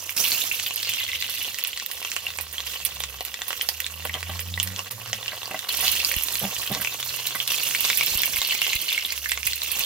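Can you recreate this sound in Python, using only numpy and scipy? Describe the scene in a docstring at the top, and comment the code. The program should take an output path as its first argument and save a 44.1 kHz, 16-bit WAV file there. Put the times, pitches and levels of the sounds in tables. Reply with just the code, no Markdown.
"""Peppers frying in a pot

Peppers fry in hot oil in a metal pot. Steam bubbles pop (rising chirps) and water drops spit (short noise bursts)
over a fine sizzle of shaped noise, and the pot and a pocket of air in it ring along.
A spatula knocks the pot (noise through ringing modes) and jolts the stove (short low swings).
Engines drone in the street (a wavering tone with overtones) over a low rumble, and the level dips once.
The right microphone port faces the pot; the left one is shaded and dull."""
import sys
import numpy as np
from scipy import signal
from scipy.fft import rfft, irfft
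from scipy.io import wavfile
from scipy.ndimage import uniform_filter1d

SR = 44100
rng = np.random.default_rng(int(sys.argv[2]) if len(sys.argv) > 2 else 0)


def boost(x):
    """Linear amplitude factor 10**(x/20) for a level x in decibels (scalar or array-like)."""
    u = np.asarray(x, float) / 20
    return 10 ** u


def output_pcm(signal):
    """Save a mono or channel-first signal as 16-bit PCM at the path in sys.argv[1].

    Samples are clipped to [-1, 1] before scaling.
    """
    pcm = np.clip(np.atleast_2d(signal).T, -1, 1) * 32767
    wavfile.write(sys.argv[1], SR, np.round(pcm).astype(np.int16))


N = 434385  # length in samples

# Bubbles that pop loudly. Each row: start in seconds, bubble level in dB, bubble pitch in Hz,
# snap and low plop in dB relative to the bubble (all before the mixing in pops()).
LOUD_POPS = [(0.0937, -21.5, 2760, 4, -34), (0.176, -5, 5130, -25, -37), (0.3187, 0, 4400, -18, -38),
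             (0.418, -8, 3670, -14, -39), (0.514, -10, 2600, -18, -41), (0.5982, -16, 3040, 0, -26),
             (0.7083, -20, 2980, 0, -5.5), (0.7782, -17, 2730, -5, -31), (0.8303, -11, 3070, -2, -31),
             (0.8717, -23, 4060, -20, -2.5), (0.8912, -13, 2750, -6, -21), (0.897, -16, 2730, -6, -32),
             (0.9368, -16, 2800, 2, -12), (0.986, -17.5, 2700, -38, -46), (1.0014, -20.5, 2060, -20, -18),
             (1.0247, -19, 3570, -23, -43), (1.051, -16, 3020, -30, -43), (1.087, -22, 2060, -30, -39),
             (1.1007, -23, 2590, -15, -5), (1.117, -12, 3600, -27, -29), (1.1314, -21, 2090, -22, -12),
             (1.1566, -10, 2960, -27, -29), (1.2242, -3.5, 3670, -15, -35), (1.2477, -19, 2720, -22, -35),
             (1.29, -23, 2750, -13, 0), (1.48, -27.5, 3060, -26, -0.5), (1.5447, -14, 2970, -4, -29),
             (1.587, -17, 2720, -5, -39), (1.6486, -20.5, 2850, 7, -36), (1.731, -16.5, 3000, -10, -44),
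             (1.7748, -31.5, 1980, 15.5, -34), (1.799, -20, 2650, 3, -26), (1.862, -12, 3720, -17, -38),
             (1.914, -21, 2960, 1, -19), (2.028, -28, 2430, 10.5, -2), (2.049, -15.5, 2710, -2, -5.5),
             (2.0912, -26.5, 3080, -10, -9), (2.117, -14, 2900, -1, -28), (2.165, -6, 2800, -8, -12),
             (2.2667, -12, 2740, -22, -22), (2.304, -23, 3620, 3, -9), (2.387, -18, 2400, 4, -5.5),
             (2.582, -11.5, 3170, -14, -24), (2.6041, -13.5, 3660, -6, -20), (2.851, -16.5, 3450, -6, -23),
             (2.9105, -22, 3430, -16, -37), (3.0043, -11.5, 3680, -7, -14), (3.038, -17.5, 3600, 2, -6),
             (3.208, -21, 2380, 1, 0), (3.2518, -31.5, 1995, 9, -29), (3.4185, -7.5, 3580, -9, -20),
             (3.342, -17.5, 3300, -2.5, -14), (3.506, -13, 2850, -10.5, -1.5),
             (3.5296, -10, 3070, -9.5, -10), (3.6118, -9.5, 3060, -5, -32), (3.689, -5.5, 4590, -7.5, -16),
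             (3.803, -27, 1996, 13, -30), (3.8438, -11.5, 3600, -27, -29.5), (3.865, -10.5, 3920, -5, -31),
             (4.053, -13, 2770, -18, -4), (4.0952, -13, 1980, -24, -13.5), (4.141, -10.5, 3080, -11, -17),
             (4.2288, -15, 2894, 0.5, -4.5), (4.3923, -20.5, 2840, 5, -5.5), (4.5402, -12, 3700, -23, -32),
             (4.5758, -18, 1940, -15, -7), (4.6, -1.5, 2970, -10, -24), (4.6743, -17, 2800, 4, -32),
             (4.7623, -17, 3480, -5, -31), (4.792, -16.5, 2876, 2, -4.5), (4.91, -27.5, 2855, 6.5, -28),
             (5.06, -30.5, 2807, 4, 6), (5.1309, -13.5, 2860, 1.5, -10), (5.229, -14, 3505, -23, -47),
             (5.26, -15.5, 2850, -6, -29), (5.2807, -11, 2890, -8.5, -33), (5.3834, -20, 4310, -19, -13),
             (5.4317, -21, 3530, -1, -6.5), (5.457, -13, 4650, -15, -18), (5.592, -14, 3530, -6.5, -35),
             (5.691, -5, 4240, -17, -25), (5.88, -1, 4400, -12, -26), (5.964, -21, 2750, 6, -31),
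             (5.9925, -10, 3600, -24, -42), (6.0478, 1, 4730, -22, -43), (6.115, -9.5, 2360, -7, -27),
             (6.1407, -12.5, 2950, -1, -32), (6.185, -16, 3340, -9, -14), (6.285, -9.5, 3730, -7, -13),
             (6.336, -13.5, 3700, -25, -25), (6.3547, -8.5, 4250, -6, -38), (6.452, -11.5, 2720, -25, -9),
             (6.565, -17, 2920, -3, -23), (6.63, -22, 1750, -10, -6), (6.7495, -11.5, 3500, -0.5, -12),
             (6.848, -10, 2450, -6, -17), (6.873, -10, 2540, -10.5, -13), (7.028, -15, 3570, -2.5, -11),
             (7.0925, -11, 4200, -20, -34), (7.2706, -9, 3940, -3, -27), (7.308, -15, 2750, -12, -6.5),
             (7.402, -1.5, 3190, -18, -21), (7.477, -4, 3850, -8, -32), (7.5024, -16, 2730, -20, -34),
             (7.7097, -15.5, 2770, -1.5, -10), (7.749, -11.5, 2250, 2, -29), (7.85, -10, 2730, 5, -11),
             (7.901, -4.5, 2210, -4.5, -12), (8.01, -6.5, 2260, -5, -11), (8.0321, -14, 2290, -2, -18),
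             (8.2342, -11, 2300, 4.5, -37), (8.3345, -19, 2400, 4.5, -33), (8.3689, -17, 2370, 1, -19),
             (8.4168, -3.5, 3690, -9, -20), (8.531, -17, 1960, -8, -28), (8.5498, -16, 2370, -6, -22),
             (8.6174, -8, 2780, -2, -11), (8.667, -10.5, 3070, -6, -9), (8.6799, -15, 3080, -3, -13),
             (8.732, -17, 2350, 3, -16), (8.89, -7.5, 4300, -8.5, -32), (8.947, -11, 2800, -28, -42),
             (8.978, -12, 2190, -4, -30), (9.05, -7.5, 3500, -28, -49.5), (9.1052, -6.5, 4460, -18, -33),
             (9.1224, -12, 2400, 0, -29.5), (9.259, -7, 1740, -23, -27), (9.295, -18.5, 3470, 0, -21),
             (9.318, -10.5, 1980, 2, -11), (9.3753, -16, 2100, -2, -4.5), (9.431, -15, 2446, -5, -41),
             (9.4565, -15, 4550, -3.5, -33), (9.4723, -10.5, 2430, -1.5, -36), (9.533, -8, 4100, -12, -37),
             (9.6185, -6.5, 3750, -10, -23)]
# Water drops that burst and spit. 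Each row: start in seconds, level in dB,
# fizz after the crack in dB relative to that level (before the mixing in spits()).
LOUD_SPITS = [(0.1074, -9, -17), (0.2818, -10, -6), (0.739, -9, -15), (0.7597, -3, -27), (0.895, -7, -10.5),
              (1.203, -16, -11), (1.2967, -13, -4), (1.3254, -17, -12), (1.347, -13, -9), (1.427, -9, -11),
              (1.5862, -11, -11), (1.6388, 2.5, -32), (1.6724, -14.5, 0), (1.8627, -5, -23.5),
              (1.9148, -13.5, -5.5), (1.934, -27, 6), (2.163, -20, -7), (2.2423, -23, -3),
              (2.3736, -19, -5), (2.41, -11.5, -5), (2.527, -17, -2.5), (2.6679, -8, -18),
              (2.8499, -2, -5.5), (3.0008, -12, -10), (3.2074, -13, -42), (3.2502, -11, -13),
              (3.481, -7, -7), (3.619, -14, 0), (3.688, -12.5, 1.5), (3.803, -7.5, -11), (4.0507, -20, 3),
              (4.402, -17, 0.5), (4.6295, -3.5, -8.5), (4.6725, -12, -15), (4.91, -19.5, 1),
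              (5.59, -20, -6), (5.687, -14, -9), (5.77, -10, -5), (5.808, -1.5, -11), (5.8454, -12, -5),
              (5.864, -12, -9), (5.916, -3, -7), (5.964, -5, -16), (5.9854, -10, -21), (6.047, -2, -11),
              (6.0785, -12, -7), (6.097, -7, -22), (6.118, -6, -8), (6.1857, -4, -15), (6.165, -3, -18),
              (6.2238, -5, -16), (6.236, -1, -16), (6.271, -14, -7), (6.3405, -9, -10), (6.356, -9, -20),
              (6.395, -6, -13), (6.4277, -7, -22), (6.4426, -16, -16), (6.476, -19, -22), (6.7174, -9, -13),
              (6.811, -7, -6), (6.94, -20, -7), (7.1337, -21, -18), (7.161, -9, -12), (7.267, -6, -6),
              (7.353, -18, 3), (7.475, -10, -5), (7.5187, -7, -9), (7.5426, -12, -17), (7.633, -7.5, -5),
              (7.689, 0, -23), (7.807, 2, -20), (7.915, -20, -20), (7.955, -18, -1), (7.9735, 7.5, -17),
              (8.0626, 1, -24), (8.154, -9, -23), (8.1742, -3, -16), (8.1923, -11, -27), (8.2192, 3, -19),
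              (8.234, -5, -17), (8.258, -2.5, -9), (8.36, -1, -15), (8.3774, -8, -6), (8.4166, -8, -20),
              (8.474, -12, -7), (8.617, -7, -10), (8.6757, -11, -10), (8.752, -9, -7), (8.8154, -10, -7),
              (8.9027, -13, -19), (9.058, -14, -2), (9.1243, -12, -11), (9.1643, -15, -15), (9.29, -8, -13),
              (9.3086, -6, -11), (9.468, -3, -8), (9.558, -9, -16), (9.633, -17, -6), (9.7163, -3, -7.5),
              (9.773, -11, -12), (9.7935, 1, -21)]
# Frying levels: one long row holds the steady calm frying, the others are swells over it.
# Each row: start in seconds, hold in seconds, steam bubbling in dB, water spray in dB
# (each layer adds its own offset).
FRYING_LEVELS = [(0.0, 0.012, -39, -32.5), (.05, 0.051, -52, -37), (.165, 9.7, -40.5, -37),
                 (0.165, 0.13, -26.5, -19), (.5, 0.39, -32, -35.5), (.76, 0.72, -30.5, -34.5),
                 (1.3, 0.028, -37, -32.5), (2.05, 0.022, -33.5, -34), (2.649, 0.084, -33, -35.5),
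                 (3.501, 0.13, -39, -36.5), (4, 0.41, -41.5, -58), (5.0, 0.59, -40, -44),
                 (5.689, 0.12, -26.5, -27.5), (5.82, 0.048, -22.5, -21.5), (5.97, 0.34, -48, -28.5),
                 (6.3, 1.3, -34, -31), (7.1, 0.47, -37, -56), (7.499, 0.63, -25.5, -25),
                 (7.8, 0.11, -45, -33), (8.0, 0.4, -32, -29.5), (8.4, 0.52, -27, -30),
                 (9.15, 0.29, -47, -34.5), (9.45, 0.49, -31.5, -30.5), (9.749, .1, -27, -27.5)]
# The low simmer swells and ebbs slowly. Each row: time in seconds, change in dB.
SIMMER_SWELL = [(0, -1), (1.0, -5.5), (1.6, -2), (2.4, 0.5), (5.6, 4), (8.2, -0.5), (9.0, -1), (9.6, -9.5),
                (9.85, 5.5)]
# Colours of the three sizzling noises. Each row: pitch in Hz, relative level in dB per Hz.
BUBBLING_COLOUR = [(760, -52), (1300, -28), (1450, -31), (1900, -22), (2100, -15), (2520, -40), (2740, -27),
                   (2870, -7), (3550, 5.5), (3860, 7.5), (4290, 14.5), (8000, -26), (10400, -55),
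                   (17600, -120)]
SPITTING_COLOUR = [(3530, -9.5), (6000, 3), (8670, -4), (11100, -4), (12300, -1), (14900, -1.5),
                   (15800, 5.5), (16500, -38)]
SIMMER_COLOUR = [(88, -34), (150, -1), (335, -9), (539, 12.5), (794, -27), (896, -34), (1110, 3), (1310, 3),
                 (1700, -11), (2210, -34), (3740, -120)]
# What the pot and the air in it ring with. Each row: pitch in Hz, width in Hz, relative level in dB.
POT_RINGS = [(550, 70, -3), (765, 90, -2), (1145, 60, 0), (2350, 60, -9), (2760, 100, -2), (3000, 120, -4),
             (3570, 130, -1), (4250, 160, -3)]
# A pocket of air between the peppers rings too, and its pitch moves as they roll.
# Each row: time in seconds, pitch in Hz, level in dB relative to the sound that drives it.
AIR_POCKET = [(0.4, 2350, -19), (0.85, 2130, -5), (1.1, 2040, 12), (1.3, 2000, 7), (1.6, 1950, 4),
              (4.602, 1930, 5.5), (6.6, 1920, 2), (7.9, 2280, -19), (8.4, 2110, 4), (9.0, 2130, 8),
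              (9.85, 2040, -10)]
# Echo in the pot and off the walls. Each row: pitch in Hz, time to fall by 60 dB in seconds.
ECHO_TIMES = [(300, 0.03), (2500, 0.13), (7000, 0.08), (15000, 0.01)]
# Knocks on the pot. Each row: start in seconds, level in dB (before the cut in scene()),
# length of the rub in seconds, brightness in dB per octave.
KNOCKS = [(4.053, -21, 0.0065, 7.5), (4.143, -24, 0.041, 9), (4.294, -23.5, 0.0072, 7.5),
          (5.318, -22, 0.0057, 20), (5.331, -22, 0.0047, 11.5), (5.507, -23.5, 0.016, 6.5),
          (5.543, -17, 0.0064, 5.5), (5.823, -21.5, 0.041, 11), (6.413, -23.5, 0.022, -1),
          (6.43, -18, 0.028, -2), (6.462, -29, 0.048, 3), (6.697, -19.5, 0.032, -4), (6.709, -21, 0.033, 3),
          (6.743, -24, 0.049, 5), (6.797, -24, 0.013, 10), (6.812, -22.5, 0.012, 19),
          (7.347, -18, 0.022, 13)]
# Low modes of the pot wall. Each row: pitch in Hz, level in dB, time to fall by 60 dB in seconds.
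WALL_MODES = [(140, -9, .07), (195, 0, .11), (290, -6, .09), (390, -9, .07), (510, -11, .06),
              (640, -7, .07), (770, -4, .055), (1150, -10, .04), (1600, -14, .03), (1980, -15, .04)]
# Jolts of the stove. Each row: start in seconds, level in dB (before each port's gain), swing rate in Hz.
JOLTS = [(6.167, -28, 51.3), (7.825, -46, 50), (7.992, -45, 45), (8.12, -38, 50), (8.154, -31.5, 50),
         (8.343, -40, 49.1), (8.384, -36.5, 45), (8.756, -32.5, 51), (9.462, -38, 47.3), (9.801, -42, 45.2)]
# One list for each stretch of engine drone. Each row: time in seconds, firing tone in Hz, its level in dB,
# overtones in dB relative to the firing tone.
ENGINE_DRONES = [
    [(0.0, 91, -52, -25), (0.318, 94.7, -62, -17), (0.892, 103.2, -53, -27), (1.55, 102.5, -63, -8.5)],
    [(1.85, 79.7, -73, -4), (2.38, 79.6, -48, -15.5), (2.67, 69.5, -48.5, -19.5), (2.8, 67.7, -51, -6),
     (3.0, 68, -44, -11), (3.19, 65.7, -43.5, -15.5), (3.43, 69.9, -65.5, -7), (3.74, 75, -49.5, -24),
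     (3.95, 79.7, -41, -12.5), (4.2, 84.2, -37, -20.5), (4.58, 88.9, -32, -15), (4.86, 97.1, -46.5, -9.5),
     (5.05, 104, -48, -11.5), (5.2, 104, -50, -11)],
    [(4.9, 110.2, -42, -18), (4.996, 118.3, -43.5, -25), (5.65, 104.8, -60, -22)],
    [(5.7, 67.3, -51, -28), (5.826, 76.5, -45.5, -11), (6.4, 60.2, -53, -22)],
    [(6.3, 116.3, -51.5, -17), (6.93, 120.6, -53.5, -32), (7.98, 131.6, -53.5, -35),
     (8.8, 136.3, -61, -13.5)],
    [(8.95, 72.5, -66, -22), (9.15, 69.4, -48, -31), (9.45, 67.3, -44, -24), (9.85, 74.7, -54, -22)],
]
# Colour of the low rumble. Each row: pitch in Hz, relative level in dB per Hz.
RUMBLE_COLOUR = [(15, -25), (30, 0), (55, 15), (90, 19), (130, 0), (220, -44), (350, -39)]
# Likeness of the noises at the two ports. Each row: pitch in Hz, likeness (1 is the same).
PORT_LIKENESS = [(60, 1), (300, 0.81), (1400, 0.5), (3500, 1), (6500, 0.33), (15000, 0.03)]
# Shading of the left port. 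Each row: pitch in Hz, left minus right in dB.
SHADE = [(30, -6), (70, -2), (1300, -2.5), (4400, -1.5), (8100, -12), (15000, -13)]
# A brief dip of the whole sound: its middle in seconds, half its length in seconds.
DIP = (4.9, .006)


def evened(x):
    """Scales a sound to an rms of 1."""
    return x / np.sqrt(np.mean(x ** 2) + 1e-20)


def read(points, hz):
    """Reads a table between its rows, with pitch on a log axis."""
    f, value = np.transpose(points)
    return np.interp(np.log(hz + 1), np.log(f + 1), value)


def filtered(x, order, hz, kind):
    """Keeps only part of the pitch range (Butterworth filter)."""
    return signal.sosfilt(signal.butter(order, hz, kind, fs=SR, output="sos"), x)


def scatter(s, grains):
    """Lays each row of grains at its own time in seconds."""
    at = np.round(s * SR).astype(int)[:, None] + np.arange(grains.shape[1])
    return np.bincount(at.ravel(), grains.ravel(), N + grains.shape[1])[:N]


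def frying_level(s, column, fade_db_per_s, rise_s=0.0056):
    """Level in dB at times s: each row rises, holds and fades, and their powers add."""
    table = np.transpose(FRYING_LEVELS)[:, :, None]
    start, held, peak_db = table[0], table[1], table[column]
    t = np.arange(0, N / SR + .01, .002)
    fade_db = fade_db_per_s * np.maximum(t - start - held, 0)
    rise = np.clip((t - start) / rise_s + .5, 0, 1)
    strength = boost(peak_db - fade_db) * rise
    return np.interp(s, t, 10 * np.log10((strength ** 2).sum(0) + 1e-7))


def steam_level(s):
    """Steam bubbling in dB; it fades slowly after a swell."""
    return frying_level(s, 2, fade_db_per_s=28)


def spray_level(s):
    """Water spray in dB; it fades faster than the steam."""
    return frying_level(s, 3, fade_db_per_s=42)


def simmer_level(s):
    """Low simmer in dB: a slow swell plus a small share of the steam and spray changes."""
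    swell_db = np.interp(s, *np.transpose(SIMMER_SWELL))
    return -51.5 + swell_db + 0.088 * (steam_level(s) + 35) + 0.14 * (spray_level(s) + 35)


def pops(s, db, hz, snap_db, plop_db, plop_hz=950, size=600):
    """A bursting bubble: a sharp snap, a few cycles of rising pitch and a low plop."""
    t = np.arange(size) / SR
    u = rng.random((len(s), 4))
    turns = hz[:, None] * t * (1 + 6 * t)  # cycles so far; the pitch rises
    bubble = (1 - np.exp(-t / 0.00017)) * np.exp(-turns / (1.8 + 4.5 * u[:, :1] ** 2))
    plop_turns = plop_hz * (.7 + 1.0 * u[:, 1:2]) * t
    plop = boost(plop_db)[:, None] * np.sin(2 * np.pi * plop_turns) * np.exp(-plop_turns / 1.1)
    plop = filtered(plop, 2, 400, "high")
    snap_fade = np.exp(-t / .0003) + .18 * np.exp(-t / .004)
    snap = boost(snap_db)[:, None] * rng.standard_normal(turns.shape) * snap_fade
    snap = filtered(snap, 3, [1700, 8000], "band")
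    lean = u[:, 2:3] - .5  # each port hears the pop from its own angle
    ports = []
    for side in (1, -1):
        chirp = filtered(bubble * np.sin(2 * np.pi * turns + 2.2 * side * lean), 3, 1500, "high")
        gain = boost(db[:, None] + 3 * side * lean)
        ports.append(scatter(s, gain * (chirp + 2.4 * snap + plop)))
    return np.array(ports)


def spits(s, db, fizz_db, size):
    """A bursting drop: a very short bright crack, then a dying, grainy fizz of falling droplets."""
    crack_hz, crack_s, fizz_s = 13300, 0.00017, 0.012
    t = np.arange(size) / SR
    u = rng.random((len(s), 4))
    late = (t - 2 * crack_s) / (crack_s * (.5 + u[:, :1]))
    burst = np.exp(-late ** 2)
    grains = evened(uniform_filter1d(rng.standard_normal((len(s), size)), size=30, axis=1))
    fizz = boost(fizz_db)[:, None] * np.exp(-t / fizz_s) * boost(4 * grains) / 1.7
    ports = []
    for side in (1, -1):  # each port gets its own spray
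        crack_turns = crack_hz * (.85 + .3 * u[:, 1:2]) * t + side * u[:, 2:3]
        crack = burst * np.cos(2 * np.pi * crack_turns)
        noise = (fizz + .5 * burst) * rng.standard_normal(fizz.shape)
        bright = filtered(noise, 2, 9000, "high")
        body = filtered(noise, 3, [2300, 9000], "band")
        ports.append(scatter(s, boost(db)[:, None] * (boost(-3) * crack + bright + boost(-8) * body)))
    return np.array(ports)


def crackle(per_s=560, spread_db=4.9):
    """Many small pops and spits in loose clumps, as strong as the oil is frying; calm oil snaps drier."""
    u = rng.random((round(per_s * N / SR), 8))
    pop_s, spit_s = u[:, 0] * N / SR, u[:, 1] * N / SR
    clumps_db = 2.2 * evened(uniform_filter1d(rng.standard_normal(N // 100 + 1), size=10))
    pop_clump_db = clumps_db[(pop_s * SR / 100).astype(int)]
    spit_clump_db = clumps_db[(spit_s * SR / 100).astype(int)]
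    size_db = spread_db * np.minimum(-np.log(u[:, 2:4]), [2.2, 3.0])  # few are large
    # the air in the pot answers best at these pitches; the other bubbles spread freely
    favoured = np.array([hz for hz, width, db in POT_RINGS if hz > 2500])
    hz = favoured[(u[:, 7] ** 1.3 * len(favoured)).astype(int)] * (.99 + .06 * u[:, 4])
    hz = np.where(u[:, 5] < .4, hz, 2500 * 2.24 ** u[:, 4])
    steam_db = steam_level(pop_s)
    snap_db = -22 + 16 * u[:, 6] - 0.35 * (spray_level(pop_s) + 38)
    plop_db = simmer_level(pop_s) - steam_db + 20 * (u[:, 6] ** 2 - .4)
    pop_db = steam_db + 0.8 + pop_clump_db + size_db[:, 0]
    spit_db = spray_level(spit_s) - 1.5 + spit_clump_db + size_db[:, 1]
    small_pops = pops(pop_s, pop_db, hz, snap_db, plop_db, plop_hz=1230, size=400)
    return small_pops + spits(spit_s, spit_db, np.full(len(spit_s), -30.), size=200)


def pot(x, ring_db=-14, pocket_width_hz=60):
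    """Adds the ringing of the pot and of the moving air pocket."""
    s, pocket_hz, pocket_db = np.transpose(AIR_POCKET)
    now = np.arange(N) / SR
    r = np.exp(-np.pi * pocket_width_hz / SR)
    # shift the pocket's pitch down to zero, smooth, and shift back: a resonance that can move
    turn = np.exp(2j * np.pi * np.cumsum(np.interp(now, s, pocket_hz)) / SR)
    smooth = signal.lfilter([1 - r], [1, -r], x / turn)
    pocket = 2 * boost(np.interp(now, s, pocket_db)) * (turn * smooth).real
    t = np.arange(3000) / SR
    ring = sum(boost(db) * np.sin(2 * np.pi * hz * t) * np.exp(-np.pi * width * t)
               for hz, width, db in POT_RINGS)
    ringing = signal.oaconvolve(x, ring[None] / np.linalg.norm(ring), axes=1)[:, :N]
    return x + pocket + boost(ring_db) * ringing


def hiss(spectrum, level_db, patchy_db, flicker_db, size=512):
    """Random short-time spectra with drifting patches and a flicker shared by all pitches."""
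    hop = size // 4
    frames, hz = N // hop + 5, np.fft.rfftfreq(size, 1 / SR)
    a, b, c, d, patches = rng.standard_normal((frames, len(hz), 5)).T
    patches = evened(uniform_filter1d(uniform_filter1d(patches, size=8, axis=0), size=8, axis=1))
    flicker = evened(uniform_filter1d(rng.standard_normal(frames), size=4))
    same = np.clip(read(PORT_LIKENESS, hz), -1, 1)[:, None]
    left = a + 1j * b
    right = same * left + np.sqrt(1 - same ** 2) * (c + 1j * d)
    shape_db = read(spectrum, hz)[:, None] + patchy_db * patches + flicker_db * flicker
    z = np.array([left, right]) * boost(shape_db)
    noise = signal.istft(z, nperseg=size, noverlap=size - hop)[1][:, :N]
    return boost(level_db) * evened(noise)


def sizzle():
    """Noise of countless bubbles, of fine spray and of the low simmer, each following its frying level."""
    t = np.arange(N) / SR
    bubbling = hiss(BUBBLING_COLOUR, steam_level(t) - 14.5, 2.2, 3)
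    spitting = hiss(SPITTING_COLOUR, spray_level(t) - 3.5, 2.44, 2.5)
    simmer = hiss(SIMMER_COLOUR, simmer_level(t) - 6, 3, 3, size=1024)
    return bubbling + spitting + simmer


def knocks(scrape_db=-6.0, scrape_hz=800, db_per_octave=11):
    """A soft blade or pepper rubs into the pot wall and rings its low modes; the rub itself is heard too."""
    s, db, length, bright_db = np.transpose(KNOCKS)[:, :, None]
    t = np.arange(7000) / SR
    push = rng.standard_normal((len(s), 7000)) * np.sin(np.pi * np.clip(t / length, 0, 1) ** 0.53)
    wall = sum(boost(d + bright_db * np.log2(hz / 400) - 60 * t / t60) * np.sin(2 * np.pi * hz * t)
               for hz, d, t60 in WALL_MODES)
    rings = signal.fftconvolve(push, wall, axes=1)[:, :7000]
    # brighter knocks scrape higher
    top_hz = scrape_hz * 2 ** np.clip(bright_db[:, 0] / db_per_octave, -1, 1.3)
    scrape = np.array([filtered(p, 2, [0.33 * hz, hz], "band") for p, hz in zip(push, top_hz)])
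    rings = rings / abs(rings).max(1, keepdims=True)
    scrape = scrape / abs(scrape).max(1, keepdims=True)
    return scatter(s[:, 0], boost(db) * (rings + boost(scrape_db) * scrape))


def kitchen(x):
    """Echoes in the pot and off the walls: three noisy tails fed in turn, each band dying at its own speed."""
    out = np.zeros((2, N))
    for k in range(3):
        hz, t, z = signal.stft(rng.standard_normal((2, 9000)), SR, nperseg=64)
        fade = boost(-60 * t / read(ECHO_TIMES, hz)[:, None])
        tail = signal.istft(z * fade, SR, nperseg=64)[1]
        tail[:, :60] = 0  # the echo starts a little late
        turn = np.sqrt(2 / 3) * np.cos(np.pi * (23 * np.arange(N) / SR + k / 3))
        out += signal.oaconvolve(x * turn, tail / np.linalg.norm(tail[0]), axes=1)[:, :N]
    return out


def jolts():
    """The stove top gives once under a push: one swing out, abruptly, and a smaller one back."""
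    s, db, hz = np.transpose(JOLTS)
    turns = hz[:, None] * np.arange(2000) / SR
    swing = np.sin(2 * np.pi * turns ** 0.75) * np.exp(-turns / .5)
    low_thump = scatter(s, 3.05 * boost(db)[:, None] * swing)
    return low_thump * boost([[-7], [2.5]])  # left, right in dB


def engine_drone(rows, waver_db=2.0, third_db=-9):
    """Firing tone and two overtones, kept weak as walls dull them; uneven firing makes them waver."""
    s, *columns = np.transpose(rows)
    t = np.arange(N) / SR
    hz, db, over_db = (np.interp(t, s, c) for c in columns)
    phase = 2 * np.pi * np.cumsum(hz) / SR
    fade = np.clip(np.minimum(t - s[0], s[-1] - t) / 0.011, 0, 1)
    waver = boost(waver_db * evened(uniform_filter1d(rng.standard_normal(N), size=2500)))
    overtones = boost(over_db) * (np.sin(2 * phase) + boost(third_db) * np.sin(3 * phase))
    return np.sqrt(2) * fade * waver * boost(db) * (np.sin(phase) + waver * overtones)


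def street():
    """All stretches of engine drone; the street is nearer the right port, which hears them 30 samples sooner."""
    drone = sum(engine_drone(rows) for rows in ENGINE_DRONES)
    return np.array([drone, np.roll(drone, -30)])


def rumble():
    """A low rumble: patchy noise around a steady level."""
    return hiss(RUMBLE_COLOUR, -57.5, 5.0, 0.85, size=4096)


def brief_dip():
    """Gain over time: the level dips briefly to a twentieth."""
    middle_s, half_s = DIP
    t = np.arange(N) / SR
    return np.clip(2 * abs(t - middle_s) / half_s - 1, .05, 1)


def scene():
    """Pops and spits ring the pot, echo with the knocks, and join the sizzle, stove and street."""
    loud = pops(*np.transpose(LOUD_POPS)) + spits(*np.transpose(LOUD_SPITS), size=1800)
    frying = pot(loud + crackle())
    close = frying + boost(-3) * knocks()
    mix = close + boost(-10) * kitchen(close)
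    mix += sizzle() + jolts() + street() + rumble()
    return mix * brief_dip()


def low_pass(x):
    """Removes everything above the highest recorded frequency."""
    return signal.sosfilt(signal.butter(12, 16800, fs=SR, output="sos"), x)


def record(dry):
    """The camera body shades the left port, which hears a little late; band limits and soft clipping follow."""
    hz = np.fft.rfftfreq(N, 1 / SR)
    shade = boost(read(SHADE, hz) * np.array([[.8], [-.2]]))  # split between left and right
    delay = np.exp(-2j * np.pi * hz * np.array([[.00004], [0]]))  # seconds, left and right
    low_edge = hz ** 2 / (hz ** 2 + 40 ** 2)
    high_edge = 1 / (1 + (hz / 15600) ** 70)
    heard = irfft(rfft(dry) * shade * delay * low_edge * high_edge, N)
    return low_pass(np.tanh(heard))


dry = scene()
out = record(dry)
output_pcm(out)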